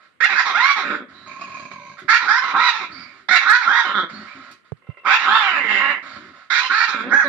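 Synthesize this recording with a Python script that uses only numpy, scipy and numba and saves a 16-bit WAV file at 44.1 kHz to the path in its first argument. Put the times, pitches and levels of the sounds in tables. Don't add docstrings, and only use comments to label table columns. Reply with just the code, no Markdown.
import sys
import numpy as np
from scipy import signal
from scipy.fft import rfft, irfft, next_fast_len
from scipy.io import wavfile
from scipy.ndimage import uniform_filter1d, minimum_filter1d
from numba import njit

SR = 44100
rng = np.random.default_rng(int(sys.argv[2]) if len(sys.argv) > 2 else 0)


def dump_mix(stems):
    frames = np.atleast_2d(stems).T
    limited = np.clip(frames, -1, 1)
    pcm = np.round(limited * 32767).astype(np.int16)
    wavfile.write(sys.argv[1], SR, pcm)


N = 321444
TIME = np.arange(N) / SR
TICKS = np.arange(0, N + 40, 40) / SR

# (frequency [Hz], gain [dB])
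BREATH_COLOUR = [(290, -75.5), (500, -13), (625, -5.5), (873, -15.5), (1030, -3.5), (1310, 0.5),
                 (2020, -5.5), (2220, -10.5), (2700, -22), (4790, -19.5), (6240, -34), (6780, -23),
                 (14000, -74)]
BREATH_ATTACK_S, BREATH_RELEASE_S = 0.0084, 0.04
SNORE_ATTACK_S, SNORE_RELEASE_S = 0.017, 0.022


def from_db(db):
    return 10 ** (np.asarray(db) / 20)


def rms_one(x):
    return x / np.sqrt(np.mean(x ** 2) + 1e-20)


def in_time(rows):
    s, *columns = np.transpose(rows)
    return [np.interp(TIME, s, c) for c in columns]


def at_hz(points, hz, axis=1):
    points = np.array(points, float)
    return np.interp(np.log(np.maximum(hz, 1)), np.log(points[:, 0]), points[:, axis])


def colour(x, points, axis=1):
    size = next_fast_len(N + 4096)
    gain = from_db(at_hz(points, np.fft.rfftfreq(size, 1 / SR), axis))
    return irfft(rfft(x, size) * gain, size)[:N]


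def drift(rate):
    return rms_one(np.interp(TIME * rate, np.arange(20000), rng.standard_normal(20000)))


def even(x, window_s):
    size = max(int(window_s * SR), 2)
    power = uniform_filter1d(uniform_filter1d(x ** 2, size), size)
    return x / np.sqrt(np.abs(power) + 1e-12)


def resonate(x, hz, width_hz):
    r = np.exp(-np.pi * width_hz / SR)
    zeros = np.array([1, 0, -1]) * (1 - r * r) / 2
    return signal.lfilter(zeros, [1, -2 * r * np.cos(2 * np.pi * hz / SR), r * r], x)


@njit
def glide(x, angle, r):
    out, state = np.zeros(len(x)), 0j
    for i in range(len(x)):
        state = state * r * np.exp(1j * angle[i]) + x[i]
        out[i] = 2 * (1 - r) * state.real
    return out


def glide_hz(x, hz, width_hz):
    return glide(x, 2 * np.pi * hz / SR, np.exp(-np.pi * width_hz / SR))


def envelope(start, length, attack_s, release_s):
    age = TICKS - start
    return np.clip(age / attack_s, 0, 1) * np.exp(-np.maximum(age - length, 0) / release_s)


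def blend(gestures):
    ease_s = .026
    gain, *controls = np.swapaxes([np.broadcast_arrays(*gesture) for gesture in gestures], 0, 1)
    size = max(int(ease_s / TICKS[1]), 2)
    lead = np.abs(uniform_filter1d(uniform_filter1d(gain ** 3, size), size)) + 1e-30
    led = [np.average(control, axis=0, weights=lead) for control in controls]
    return in_time(np.transpose([TICKS, np.linalg.norm(gain, axis=0), *led]))


def breaths(rows, attack_s, release_s):
    return blend([(from_db(db) * envelope(s, length, attack_s, release_s), *rest)
                  for s, length, db, *rest in rows])


def flutter(rate_hz, unevenness, open_share, swing_db):
    cycle = np.cumsum(rate_hz * np.exp(unevenness * drift(rate_hz))) / SR
    strength = from_db(swing_db * rng.standard_normal(8000))[cycle.astype(int) % 8000]
    puff = np.exp(-(cycle % 1) / open_share)
    return rms_one(rng.standard_normal(N) * strength * puff)


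def quiet_air():
    # (frequency [Hz], gain [dB])
    floor_colour = [(18, -83.5), (30, -18.5), (267, -4.5), (859, -17.5), (1340, -5.5), (2990, -16),
                    (4780, -35), (7240, -34.5), (8250, -30), (15000, -48.5)]
    return from_db(-63.0) * np.array([rms_one(colour(rng.standard_normal(N), floor_colour)) for side in range(2)])


def panting():
    # (start [s], length [s], level [dB])
    puffs = [(-0.02, 0.077, -53.5), (1.08, 0.53, -49), (1.965, 0.053, -45.5), (2.89, 0.14, -43),
             (3.05, 0.15, -49), (4.085, .2, -41), (4.3, 0.2, -44), (4.64, 0.024, -55), (6.02, 0.15, -39.5),
             (6.2, 0.096, -46), (6.33, 0.095, -47)]
    # (start [s], length [s], level [dB])
    grumbles = [(1.07, 0.24, -51), (2.015, 0.031, -41.5), (2.88, 0.15, -44.5), (3.09, 0.13, -58.5),
                (4.11, 0.093, -37.5), (4.34, 0.058, -44.5), (4.47, 0.045, -52.5), (6.02, 0.12, -49.5),
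                (6.155, 0.022, -40), (6.22, 0.088, -48.5)]
    # (frequency [Hz], gain [dB])
    throat_colour = [(41, -72), (70, -13.5), (125, -9.5), (247, -9.5), (413, -15.5), (449, -41.5),
                     (626, -19), (900, -56.5), (1170, -75.5), (1980, -120)]
    moan_hz, moan_waver_share, moan_width_hz, moan_db = 265, 0.18, 33, 4.5

    air_gain, = breaths(puffs, BREATH_ATTACK_S, BREATH_RELEASE_S)
    grumble_gain, = breaths(grumbles, BREATH_ATTACK_S, BREATH_RELEASE_S)
    air = even(colour(rng.standard_normal(N) * from_db(0.66 * drift(39)), BREATH_COLOUR), 0.027)
    purr = rms_one(colour(flutter(rate_hz=48, unevenness=0.34, open_share=0.39, swing_db=1.0), throat_colour))
    moan = rms_one(glide_hz(purr, moan_hz * np.exp(moan_waver_share * drift(13)), moan_width_hz))
    grumble = even(purr + from_db(moan_db) * moan, 0.015)
    return air_gain * air + grumble_gain * grumble


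def jaw_opening(pitch_hz):
    return np.clip((pitch_hz - 250) / 650, 0, 1)


def folds(pitch_hz, clear, undertone, cycles, jitter, hoarse_jitter, shimmer_db, hoarse_shimmer_db):
    waver_share, wavers_per_s = .015, 70
    wobble = (jitter + hoarse_jitter * (1 - clear)) * drift(420) + waver_share * drift(wavers_per_s)
    turns = np.cumsum(pitch_hz * (1 + wobble)) / SR
    pulses = np.diff(np.floor(turns), prepend=0)
    late = np.clip(turns % 1 / np.maximum(np.gradient(turns), 1e-6), 0, 1)
    strong = np.floor(turns) % np.maximum(np.round(cycles), 1) == 0
    pulses = pulses * np.where(strong, 1 + undertone, 1 - undertone)
    pulses = pulses * (1 - late) + np.roll(pulses * late, -1)
    pulses = pulses * from_db((shimmer_db + hoarse_shimmer_db * (1.5 - clear)) * np.tanh(drift(170)))
    return even(signal.lfilter([1, -1], [1, -.98], pulses), .02)


def yelp(s, attack_s, length, db, swell_db, first_hz, top_hz, climb_s, clear, undertone, cycles, lips, mouth_hz,
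         chest_db, nasal_db, nasal_hz, rasp_db, gape, teeth_hz, breadth, hollow):
    sink_share, lowest_hz, hoarse_share = .6, 279.6, 0.3707
    release_s, whine_db, whine_release_s = .014, -9, .05
    chest_change_db, nasal_change_hz = -35, 316
    gape_lips, gape_hz, gape_nasal_db, gape_rasp_db = 0.55, 250, 9.5, 19.5
    mouth_follows_pitch, teeth_follow_pitch = 0.48, 1.7

    age = np.maximum(TICKS - s, 0)
    from_middle = np.minimum(age / length, 1) - .5
    opened = gape * (np.sin(np.pi / 2 * (from_middle + .5)) - 2 / np.pi)
    below_top = (1 - age / climb_s) ** 2 * np.where(age < climb_s, 1, sink_share)
    body = envelope(s, length, attack_s, release_s)
    whine = from_db(whine_db) * envelope(s, length, attack_s, whine_release_s)
    gain = from_db(db + swell_db * from_middle) * np.maximum(body, whine)
    pitch_hz = np.maximum(top_hz - (top_hz - first_hz) * below_top, lowest_hz)
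    above_middle_hz = pitch_hz - np.interp(s + length / 2, TICKS, pitch_hz)
    return (gain, pitch_hz,
            clear * (1 - hoarse_share * np.minimum(below_top, 1)), undertone, cycles,
            lips + gape_lips * opened,
            mouth_hz + mouth_follows_pitch * above_middle_hz + gape_hz * opened,
            chest_db + chest_change_db * from_middle,
            nasal_db + gape_nasal_db * opened,
            nasal_hz + nasal_change_hz * from_middle,
            rasp_db + gape_rasp_db * opened,
            teeth_hz + teeth_follow_pitch * above_middle_hz, breadth, hollow)


def growl(s, length, db, first_hz, last_hz, clear, lips, mouth_hz, chest_db, nasal_db, nasal_hz, rasp_db):
    attack_s, release_s, hollow_share = .014, .019, 0.35
    pitch_hz = np.interp(TICKS, [s, s + length], [first_hz, last_hz])
    jaw = jaw_opening(pitch_hz)
    teeth_hz, breadth = 3400 + 600 * jaw, 0.073 + 0.97 * jaw ** 3
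    hollow = hollow_share * (1 - lips)
    return (from_db(db) * envelope(s, length, attack_s, release_s), pitch_hz, clear, 1 - clear, 2,
            lips, mouth_hz, chest_db, nasal_db, nasal_hz, rasp_db, teeth_hz, breadth, hollow)


def barks():
    # (start [s], attack [s], length [s], level [dB], swell from start to end [dB], first pitch [Hz],
    #   top pitch [Hz], climb [s], clearness [0-1], undertone [0-1], undertone period [cycles],
    #   lip opening [0-1], mouth resonance [Hz], chest level [dB], nasal ring before trim [dB],
    #   nasal ring [Hz], rasp before trim [dB], gape [0-1], teeth resonance [Hz], rasp breadth [0-1],
    #   depth of each of two hollow cuts [0-1]); swept controls are given at mid-yelp or on average
    yelp_rows = [ (0.203, 0.0045, 0.053, -14, 2, 383.2, 858.6, 0.1, 0.89, 0, 2, 0.06, 1788, -37.5, -6.5, 2280, -14.5, .1, 3580, 1, 0),
                 (0.351, 0.012, 0.063, -15, -1, 690.4, 1021, 0.058, 0.1, 0, 3, 0.07, 1670, -43, -11.5, 2360, -13.5, 0.2, 4700, 1, 0.2),
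                 (0.532, 0.02, 0.18, -14, 5, 518.3, 1134, 0.16, 0.82, 0.24, 4, 0.4, 1522, -38.5, -16.5, 2700, -13.5, 0.1, 3830, 0.74, .2),
                 (2.08, 0.0087, 0.073, -11, 4.5, 784.9, 974.5, 0.11, 0.63, 0.9, 2, 0.07, 1613, -57, -4.5, 2056, -12, 0, 4430, 1, 0.1),
                 (2.268, 0.017, 0.12, -14, -1.5, 689.3, 1031, 0.15, 0.64, 0.4, 2, 0.14, 1522, -41.5, -20, 2240, -14.5, 0.1, 5010, 0.74, 0.3),
                 (2.534, 0.016, 0.16, -15, -1, 562, 989, 0.11, 0.55, 0.28, 2, 0.21, 1293, -31.5, -12.5, 2296, -13, 1, 4027, 0.38, 0),
                 (3.285, 0.0058, 0.008, -17.5, -0.5, 598.9, 702.2, 0.042, 0.49, 0.1, 2, 1, 1620, -29, -14.5, 2160, 1, 0.02, 3690, .6, 0.7),
                 (3.307, 0.0053, 0.043, -6.5, 1, 678.5, 728, 0.026, 0.56, 0.13, 3, 0.22, 1810, -34, -2, 2179, -9.5, 0, 3996, 0.75, 0.2),
                 (3.454, 0.0081, .1, -10.5, 9.5, 542.9, 997.9, .12, 0.83, 1, 2, 0.08, 1525, -45.5, -19.5, 2310, -16, 0.09, 4110, 0.63, 0),
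                 (3.665, 0.014, 0.15, -15, -3, 598.2, 949.8, 0.11, .55, 0.29, 4, 0.18, 1517, -38, -33, 2520, -13.5, 0.4, 3360, .4, 0.6),
                 (5.043, 0.022, 0.11, -15, 5, 341.5, 904.5, .142, 0.42, 0.4, 2, 0.45, 1425, -33.5, -5.5, 2410, -14, 0.6, 3280, 0.6, 0.1),
                 (5.239, 0.055, 0.17, -15, -2, 648.7, 880.7, 0.13, 0.67, 0.38, 4, 0.12, 1313, -30, -6, 2940, -12.5, 0.3, 3330, .1, 0.56),
                 (6.499, 0.0069, 0.099, -17.5, -0.5, 745.5, 983, 0.11, 0.39, 0.94, 2, 0.1, 1636, -44.5, -0.5, 2100, -5, 0, 3970, .7, 0.2),
                 (6.694, 0.013, 0.15, -16.5, 0, 662.4, 927.7, 0.12, 0.54, 1, 2, 0.09, 1590, -40.5, -7, 2280, -11, .3, 4300, .4, 0.1),
                 (7.109, 0.028, 0.095, -11.5, 2, 695.6, 844, 0.057, 0.7, 0.2, 3, 0.1, 1634, -23, -63, 2370, -25, 0.1, 6360, 0.23, 0.5),
                 ]
    # (start [s], length [s], level [dB], first pitch [Hz],
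    #   last pitch [Hz], clearness [0-1], lip opening [0-1], mouth resonance [Hz], chest level [dB],
    #   nasal ring before trim [dB], nasal ring [Hz], rasp before trim [dB])
    growl_rows = [ (0.281, 0.058, -20.5, 856.1, 717, .3, 0.8, 1814, -23, -3.5, 2396, -9.5),
                  (0.444, 0.075, -19, 951.6, 722, 0.21, 0.5, 1136, -25.5, -40, 2520, -10),
                  (0.753, 0.065, -21.5, 851.7, 728, 0.4, 0.6, 1220, -19.5, -20, 2460, -9.5),
                  (0.826, 0.084, -25, 421.2, 331, 0.09, 0, 1550, -9, -2.5, 2280, -17),
                  (0.894, 0.061, -23, 320, 290, 0.5, 0, 1410, -6, -6, 2125, -16.5),
                  (0.991, 0.015, -36, 266.4, 245, .7, 0.06, 1417, 7.5, -24, 2260, -14),
                  (1.977, 0.017, -36.5, 419.3, 389, 0.5, 0, 1553, -20.5, -46, 2360, -11.5),
                  (2.197, 0.081, -24, 1030, 899, 0.37, 0.5, 1260, -18, -19, 2480, -12),
                  (2.411, 0.11, -22.5, 1070, 944.5, .36, 0.3, 1320, -25.5, -16.5, 2890, -14),
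                  (2.716, 0.059, -26, 889.8, 889.6, 0.5, 0.5, 1220, -30, -10.5, 2540, -10),
                  (2.78, 0.062, -30, 884.1, 664.7, .35, 0.5, 1190, -14, -4, 2380, -8),
                  (3.409, 0.049, -24.5, 909, 689.7, 0, 0.7, 2050, -26.5, -14, 2720, -6.5),
                  (3.6, 0.066, -21.5, 983.6, 760, 0.2, 0.4, 1550, -28.5, -24, 2580, -12.5),
                  (3.824, 0.09, -22, 873.9, 450.3, 0.43, 0.34, 1430, -16.5, -9, 3030, -13.5),
                  (3.936, 0.06, -17.5, 215.1, 181.8, 0.8, 0.16, 1363, -14, -59, 3000, -7.5),
                  (4.012, 0.028, -28.5, 185.6, 159.6, 0.92, 0, 1345, -2.5, -26, 2774, -16),
                  (5.178, 0.082, -22.5, 899.7, 755, 0.03, 1, 1840, -29, -7.5, 2710, -9.5),
                  (5.398, 0.096, -18.5, 846.2, 748, 0.5, 0.8, 1230, -32, -6.5, 2870, -17),
                  (5.5, 0.082, -19.5, 731.7, 569.3, 0.45, 1, 1684, -20.5, -5, 2505, -20),
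                  (5.577, 0.095, -22.5, 577.1, 448.2, 0.4, 0.2, 2020, -14, -7.5, 2840, -44),
                  (5.675, 0.13, -19.5, 429.8, 378.4, .35, 0.26, 2060, -18, -1, 2724, -38),
                  (5.8, 0.11, -17.5, 550, 572.3, 0.5, 1, 1970, -19.5, -10, 2790, -21.5),
                  (5.918, 0.053, -28, 520.5, 482, 0, 0.3, 2050, -17.5, -12, 2680, -38),
                  (6.604, 0.063, -23.5, 987, 1053, 0.57, 0.5, 1160, -27, -1, 2750, -6),
                  (6.871, 0.057, -25, 896.4, 840, 0.3, 0.19, 1453, -24, -5.5, 2360, -7),
                  (6.929, 0.077, -24, 228.3, 224.9, 0.63, 0, 1420, -11, -2, 2100, -14.5),
                  (7.022, 0.1, -33.5, 228.6, 257.4, 0.65, 0.9, 1596, 5.5, -10.5, 2510, -16),
                  (7.101, 0.022, -21, 262.5, 287, 0.7, 0.3, 1455, 1, -33, 2414, -6),
                  (7.216, 0.063, -22, 561.8, 555, 0.65, 0.2, 1610, -3, -35, 2050, -16.5), ]
    # (frequency [Hz], gain [dB])
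    mouth_colour = [(150, -60), (450, -30), (620, -15), (800, -4), (1000, 1), (1400, -2), (1900, -1),
                    (2200, -1), (2500, -12), (3300, -36), (9000, -75)]
    chest_colour = [(60, -18), (120, -16.5), (190, 7), (270, 7), (420, -0.5), (600, 1.5), (900, -27),
                    (1500, -97.5), (6000, -90.5)]
    rasp_colour = [(2400, -46.5), (3200, 1.5), (3700, -2.5), (4400, -5.5), (5300, -3.5), (6500, -8.5),
                   (7400, -17.5), (8300, -34), (15000, -51.5)]
    # (frequency [Hz], width of each of two passes [Hz], level on the untrimmed ring [dB])
    nasal_overtones = [(4690, 630, -27.5), (7040, 430, -29.5)]
    folds_over_rattle_db, hollow_hz, hollow_width_hz = 4.5, 2880, 480

    gestures = [yelp(*row) for row in yelp_rows] + [growl(*row) for row in growl_rows]
    (gain, pitch_hz, clear, undertone, cycles, lips, mouth_hz, chest_db,
     nasal_db, nasal_hz, rasp_db, teeth_hz, breadth, hollow) = blend(gestures)
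    clear = np.clip(clear, 0, .97)
    jaw = jaw_opening(pitch_hz)
    tone = folds(pitch_hz, clear, np.clip(undertone, 0, 1), cycles, jitter=0.005014, hoarse_jitter=.038,
                 shimmer_db=4.5, hoarse_shimmer_db=8.5)
    rattle = flutter(rate_hz=120, unevenness=0.3, open_share=0.75, swing_db=0.5)
    throat = from_db(folds_over_rattle_db) * np.sqrt(clear) * tone + np.sqrt(1 - clear) * rattle

    voice = throat - 0.46 * jaw * glide_hz(throat, .6 * pitch_hz, width_hz=1040)
    funnel = voice
    for width_hz in (287, 1620, 3760):
        funnel = glide_hz(funnel, mouth_hz, width_hz)
    whole_band = np.clip(lips, 0, 1) * (0.87 + 2.24 * jaw) * voice
    pharynx = 0.032 * (1 - jaw) * resonate(voice, 1800, 190)
    mouth = even(colour(whole_band + funnel + pharynx, mouth_colour), 0.0052)

    chest = from_db(chest_db) * even(colour(throat, chest_colour), 0.059)

    nasal_ring = glide_hz(glide_hz(throat, nasal_hz, width_hz=640), nasal_hz, width_hz=470)
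    nasal = from_db(nasal_db - 6.5) * even(nasal_ring, 0.0029)
    for hz, width, db in nasal_overtones:
        overtone = resonate(resonate(rattle, hz, width), hz, width)
        nasal = nasal + from_db(nasal_db + db) * even(overtone, 0.045)

    bright = colour(throat + 0.3 * rattle, rasp_colour)
    teeth = glide_hz(glide_hz(bright, teeth_hz, width_hz=800), teeth_hz, width_hz=900)
    rasp = from_db(rasp_db - 5.0) * even(np.clip(breadth, 0, 1) * bright + teeth, 0.04)

    shudder = from_db(1.46 * drift(70))
    sound = mouth + chest + nasal + rasp
    for _ in range(2):
        sound = sound - np.clip(hollow, 0, 1) * resonate(sound, hollow_hz, hollow_width_hz)
    return gain * shudder * sound


def whistles():
    # (start [s], length [s], level [dB], middle pitch [Hz])
    whistle_rows = [(1.133, 0.13, -58, 3990), (2.914, 0.11, -46.5, 4667), (2.942, 0.15, -45.5, 2223),
                    (4.123, 0.047, -48, 4366), (4.271, 0.041, -43.5, 2266), (6.092, 0.036, -54, 4490)]
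    rise_share, width_share = 0.029, .08
    air, out = rng.standard_normal(N), 0
    for s, length, db, hz in whistle_rows:
        shape = envelope(s, length, BREATH_ATTACK_S, BREATH_RELEASE_S)
        gain = np.interp(TIME, TICKS, from_db(db) * shape)
        sung_hz = hz * (1 + rise_share * np.interp(TIME, [s, s + length], [-.5, .5]))
        sung = glide_hz(glide_hz(air, sung_hz, width_share * hz), sung_hz, width_share * hz)
        out = out + gain * even(sung, .03)
    return out


def snore():
    # (start [s], length [s], level [dB], tuning of the nose [ratio])
    in_breaths = [(1.262, 0.39, -39, 1), (1.39, 0.023, -32, 1.05), (1.46, 0.33, -42, 0.97),
                  (1.545, 0.029, -35.5, 1), (1.712, 0.043, -48.5, 1.19), (1.77, .16, -41, 0.956)]
    # (time [s], level [dB], nasal share [0-1])
    snorts = [(1.262, -30.5, 0.7), (1.316, -36, 0.6), (1.395, -22, 1), (1.422, -27, 0.6), (1.714, -21, 0.5),
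              (1.751, -33, 1), (1.98, -32, .05), (4.097, -26, 0.2), (4.514, -38.5, 0.8),
              (4.767, -49.5, 0.2), (6.06, -30.5, 0), (6.161, -26.5, 0.4)]
    # (frequency [Hz], width of each of two passes [Hz], level [dB])
    nose_rings = [(185, 143, 3.5), (618.2, 100, 4), (1076.6, 102, 14.5), (1650.3, 86, 3), (2362, 317, 1.5),
                  (3180, 530, -18.5), (4290.4, 2194, -17.5), (6399, 970, -13.5)]

    air = flutter(rate_hz=42, unevenness=.3, open_share=0.42, swing_db=2.2)
    gain, tuning = breaths(in_breaths, SNORE_ATTACK_S, SNORE_RELEASE_S)
    flare = tuning + 0.023 * drift(6.1)
    nose = from_db(-37) * air
    for hz, width, db in nose_rings:
        nose = nose + from_db(db) * glide_hz(glide_hz(air, hz * flare, width), hz * flare, width)
    nose = even(signal.sosfilt(signal.butter(4, 7200, fs=SR, output="sos"), nose), 0.058)
    puff = rms_one(colour(rng.standard_normal(N), BREATH_COLOUR))
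    out = gain * nose
    for s, db, nasal in snorts:
        age = np.maximum(TIME - s, 0)
        snap = (1 - np.exp(-age / 0.0016)) * np.exp(-age / 0.0066)
        out = out + from_db(db) * snap * (nasal * nose + (1 - nasal) * puff)
    return out


def smacks():
    # (time [s], level before the band-pass [dB])
    clicks = [(1.993, -46.5), (4.514, -41.5)]
    decay_s = .008
    gain = sum(from_db(db) * (TIME > s) * np.exp(-np.abs(TIME - s) / decay_s) for s, db in clicks)
    band = signal.butter(2, [3000, 11000], "band", fs=SR, output="sos")
    return signal.sosfilt(band, gain * rng.standard_normal(N) + 1e-18)


def bumps():
    # (time [s], level before the port gains [dB], upper band edge [Hz])
    knocks = [(4.72, -20.5, 1130), (4.889, -21, 270)]
    # (frequency [Hz], level [dB], t60 [s])
    case_modes = [(115, -5, 0.066), (143.5, 3, 0.052), (290, -12.5, 0.025), (426, -0.5, 0.028)]
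    age, out = TIME[:SR // 4], np.zeros(N)
    ring = sum(from_db(db - 60 * age / t60) * np.sin(2 * np.pi * hz * age) for hz, db, t60 in case_modes)
    ring = ring + from_db(5 - 60 * age / 0.012) * rng.standard_normal(len(age))
    for s, db, bright_hz in knocks:
        band = signal.butter(2, [75, bright_hz], "band", fs=SR, output="sos")
        out[int(s * SR):int(s * SR) + len(age)] += from_db(db) * signal.sosfilt(band, ring)
    return out * from_db([[-30], [2]])


def palate():
    # (start [s], length [s], level [dB])
    flutters = [(4.812, 0.29, -50)]
    # (frequency [Hz], width of the first pass [Hz], level [dB])
    palate_rings = [(500, 190, -9), (1040, 90, -6), (1300, 58, -8.5), (2050, 100, -7.5), (2720, 79, -12)]
    gain, = breaths(flutters, SNORE_ATTACK_S, SNORE_RELEASE_S)
    flaps = flutter(rate_hz=34, unevenness=0.24, open_share=0.26, swing_db=4.5)
    ticking = sum(from_db(db) * resonate(resonate(flaps, hz, width), hz, 4 * width)
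                  for hz, width, db in palate_rings)
    return gain * rms_one(ticking)


def room(x, early_t60, gap_s):
    # (frequency [Hz], early reflections [dB], late tail [dB], tail t60 [s])
    room_bands = [(150, -11.5, -21.5, 0.77), (506, -8, -30, 0.16), (1674, -10, -18.5, 0.88),
                  (3630, 7, 3, 0.018), (9400, -14.5, -28.5, 0.21)]
    age, edges = TIME[:SR], np.geomspace(60, 16000, num=13)
    white, response = rng.standard_normal((2, 2, SR)), 0
    for k, (low, high) in enumerate(zip(edges, edges[1:])):
        hz = np.sqrt(low * high)
        band = signal.butter(2, [low, high], "band", fs=SR, output="sos")
        mid, side = signal.sosfilt(band, white[k % 2])
        alike = 1 / (1 + (hz / 800) ** 2)
        echoes = np.sqrt((1 + alike) / 2) * mid + np.sqrt((1 - alike) / 2) * side * [[1], [-1]]
        early_decay = from_db(-60 * age / early_t60) * (age > gap_s)
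        late_decay = from_db(-60 * age / at_hz(room_bands, hz, axis=3)) * (age > gap_s)
        early = from_db(at_hz(room_bands, hz, axis=1)) * rms_one(early_decay)
        late = from_db(at_hz(room_bands, hz, axis=2)) * rms_one(late_decay)
        response = response + echoes * np.hypot(early, late) / np.sqrt(SR)
    return signal.fftconvolve(x[None], response, axes=1)[:, :N]


def ringing_notes(x):
    # (frequency [Hz], width [Hz], level [dB])
    note_rows = [(326, 8.8, -12.5), (782, 14, -4), (1069, 20, -12.5), (1076, 15, -6.5), (1299, 26, -4),
                 (1354, 22, 3), (1403, 37, -6), (1907, 28, -7.5), (2103, 19, -5.5), (3550, 19, 10.5),
                 (3690, 52, -0.5)]
    return sum(from_db(db) * resonate(x, hz, width) for hz, width, db in note_rows)


def through_ports(left, right):
    # (frequency [Hz], left minus right [dB])
    balance = [(150, 4), (300, 6.5), (700, 3.5), (1000, 2.5), (1400, -3), (2250, -15.5), (2700, 0.5),
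               (3000, -10), (3300, -7), (3900, -19), (4900, -15), (6300, 5.5), (7200, 8), (8200, 10.5)]
    lift = [(hz, 20 * np.log10(2 / (1 + from_db(db)))) for hz, db in balance]
    return np.array([colour(colour(left, balance), lift), colour(right, lift)])


def limit(x, ceiling_db, hold_s):
    size = max(int(hold_s * SR), 2)
    needed = np.minimum(1, from_db(ceiling_db) / (np.abs(x).max(axis=0) + 1e-9))
    return x * uniform_filter1d(minimum_filter1d(needed, size), size)


def overload(x, knee_db, top_db):
    level = np.sqrt(np.abs(uniform_filter1d(x ** 2, size=900, axis=1)))
    strain = np.clip(10 * (level / from_db(knee_db) - 1), 0, 1)
    return x + strain * (np.clip(x, -from_db(top_db), from_db(top_db)) - x)


def scene():
    dog = barks() + snore() + panting() + whistles() + palate() + smacks()
    direct = np.array([from_db(-8.0) * np.interp(TIME - .00008, TIME, dog), dog])
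    notes = ringing_notes(dog)
    air = quiet_air()
    echoes = room(dog, early_t60=0.19, gap_s=0.0037) * from_db([[2], [0]])
    left, right = direct + echoes + notes + air
    return through_ports(left, right) + bumps()


def record(dry):
    thin = signal.sosfilt(signal.butter(3, 66, "high", fs=SR, output="sos"), dry)
    held = limit(thin, ceiling_db=-.1, hold_s=.004)
    strained = overload(held, knee_db=-8.0, top_db=-3.0)
    return signal.sosfilt(signal.cheby2(14, 70, 16300, fs=SR, output="sos"), strained)


dry = scene()
out = record(dry)
dump_mix(out)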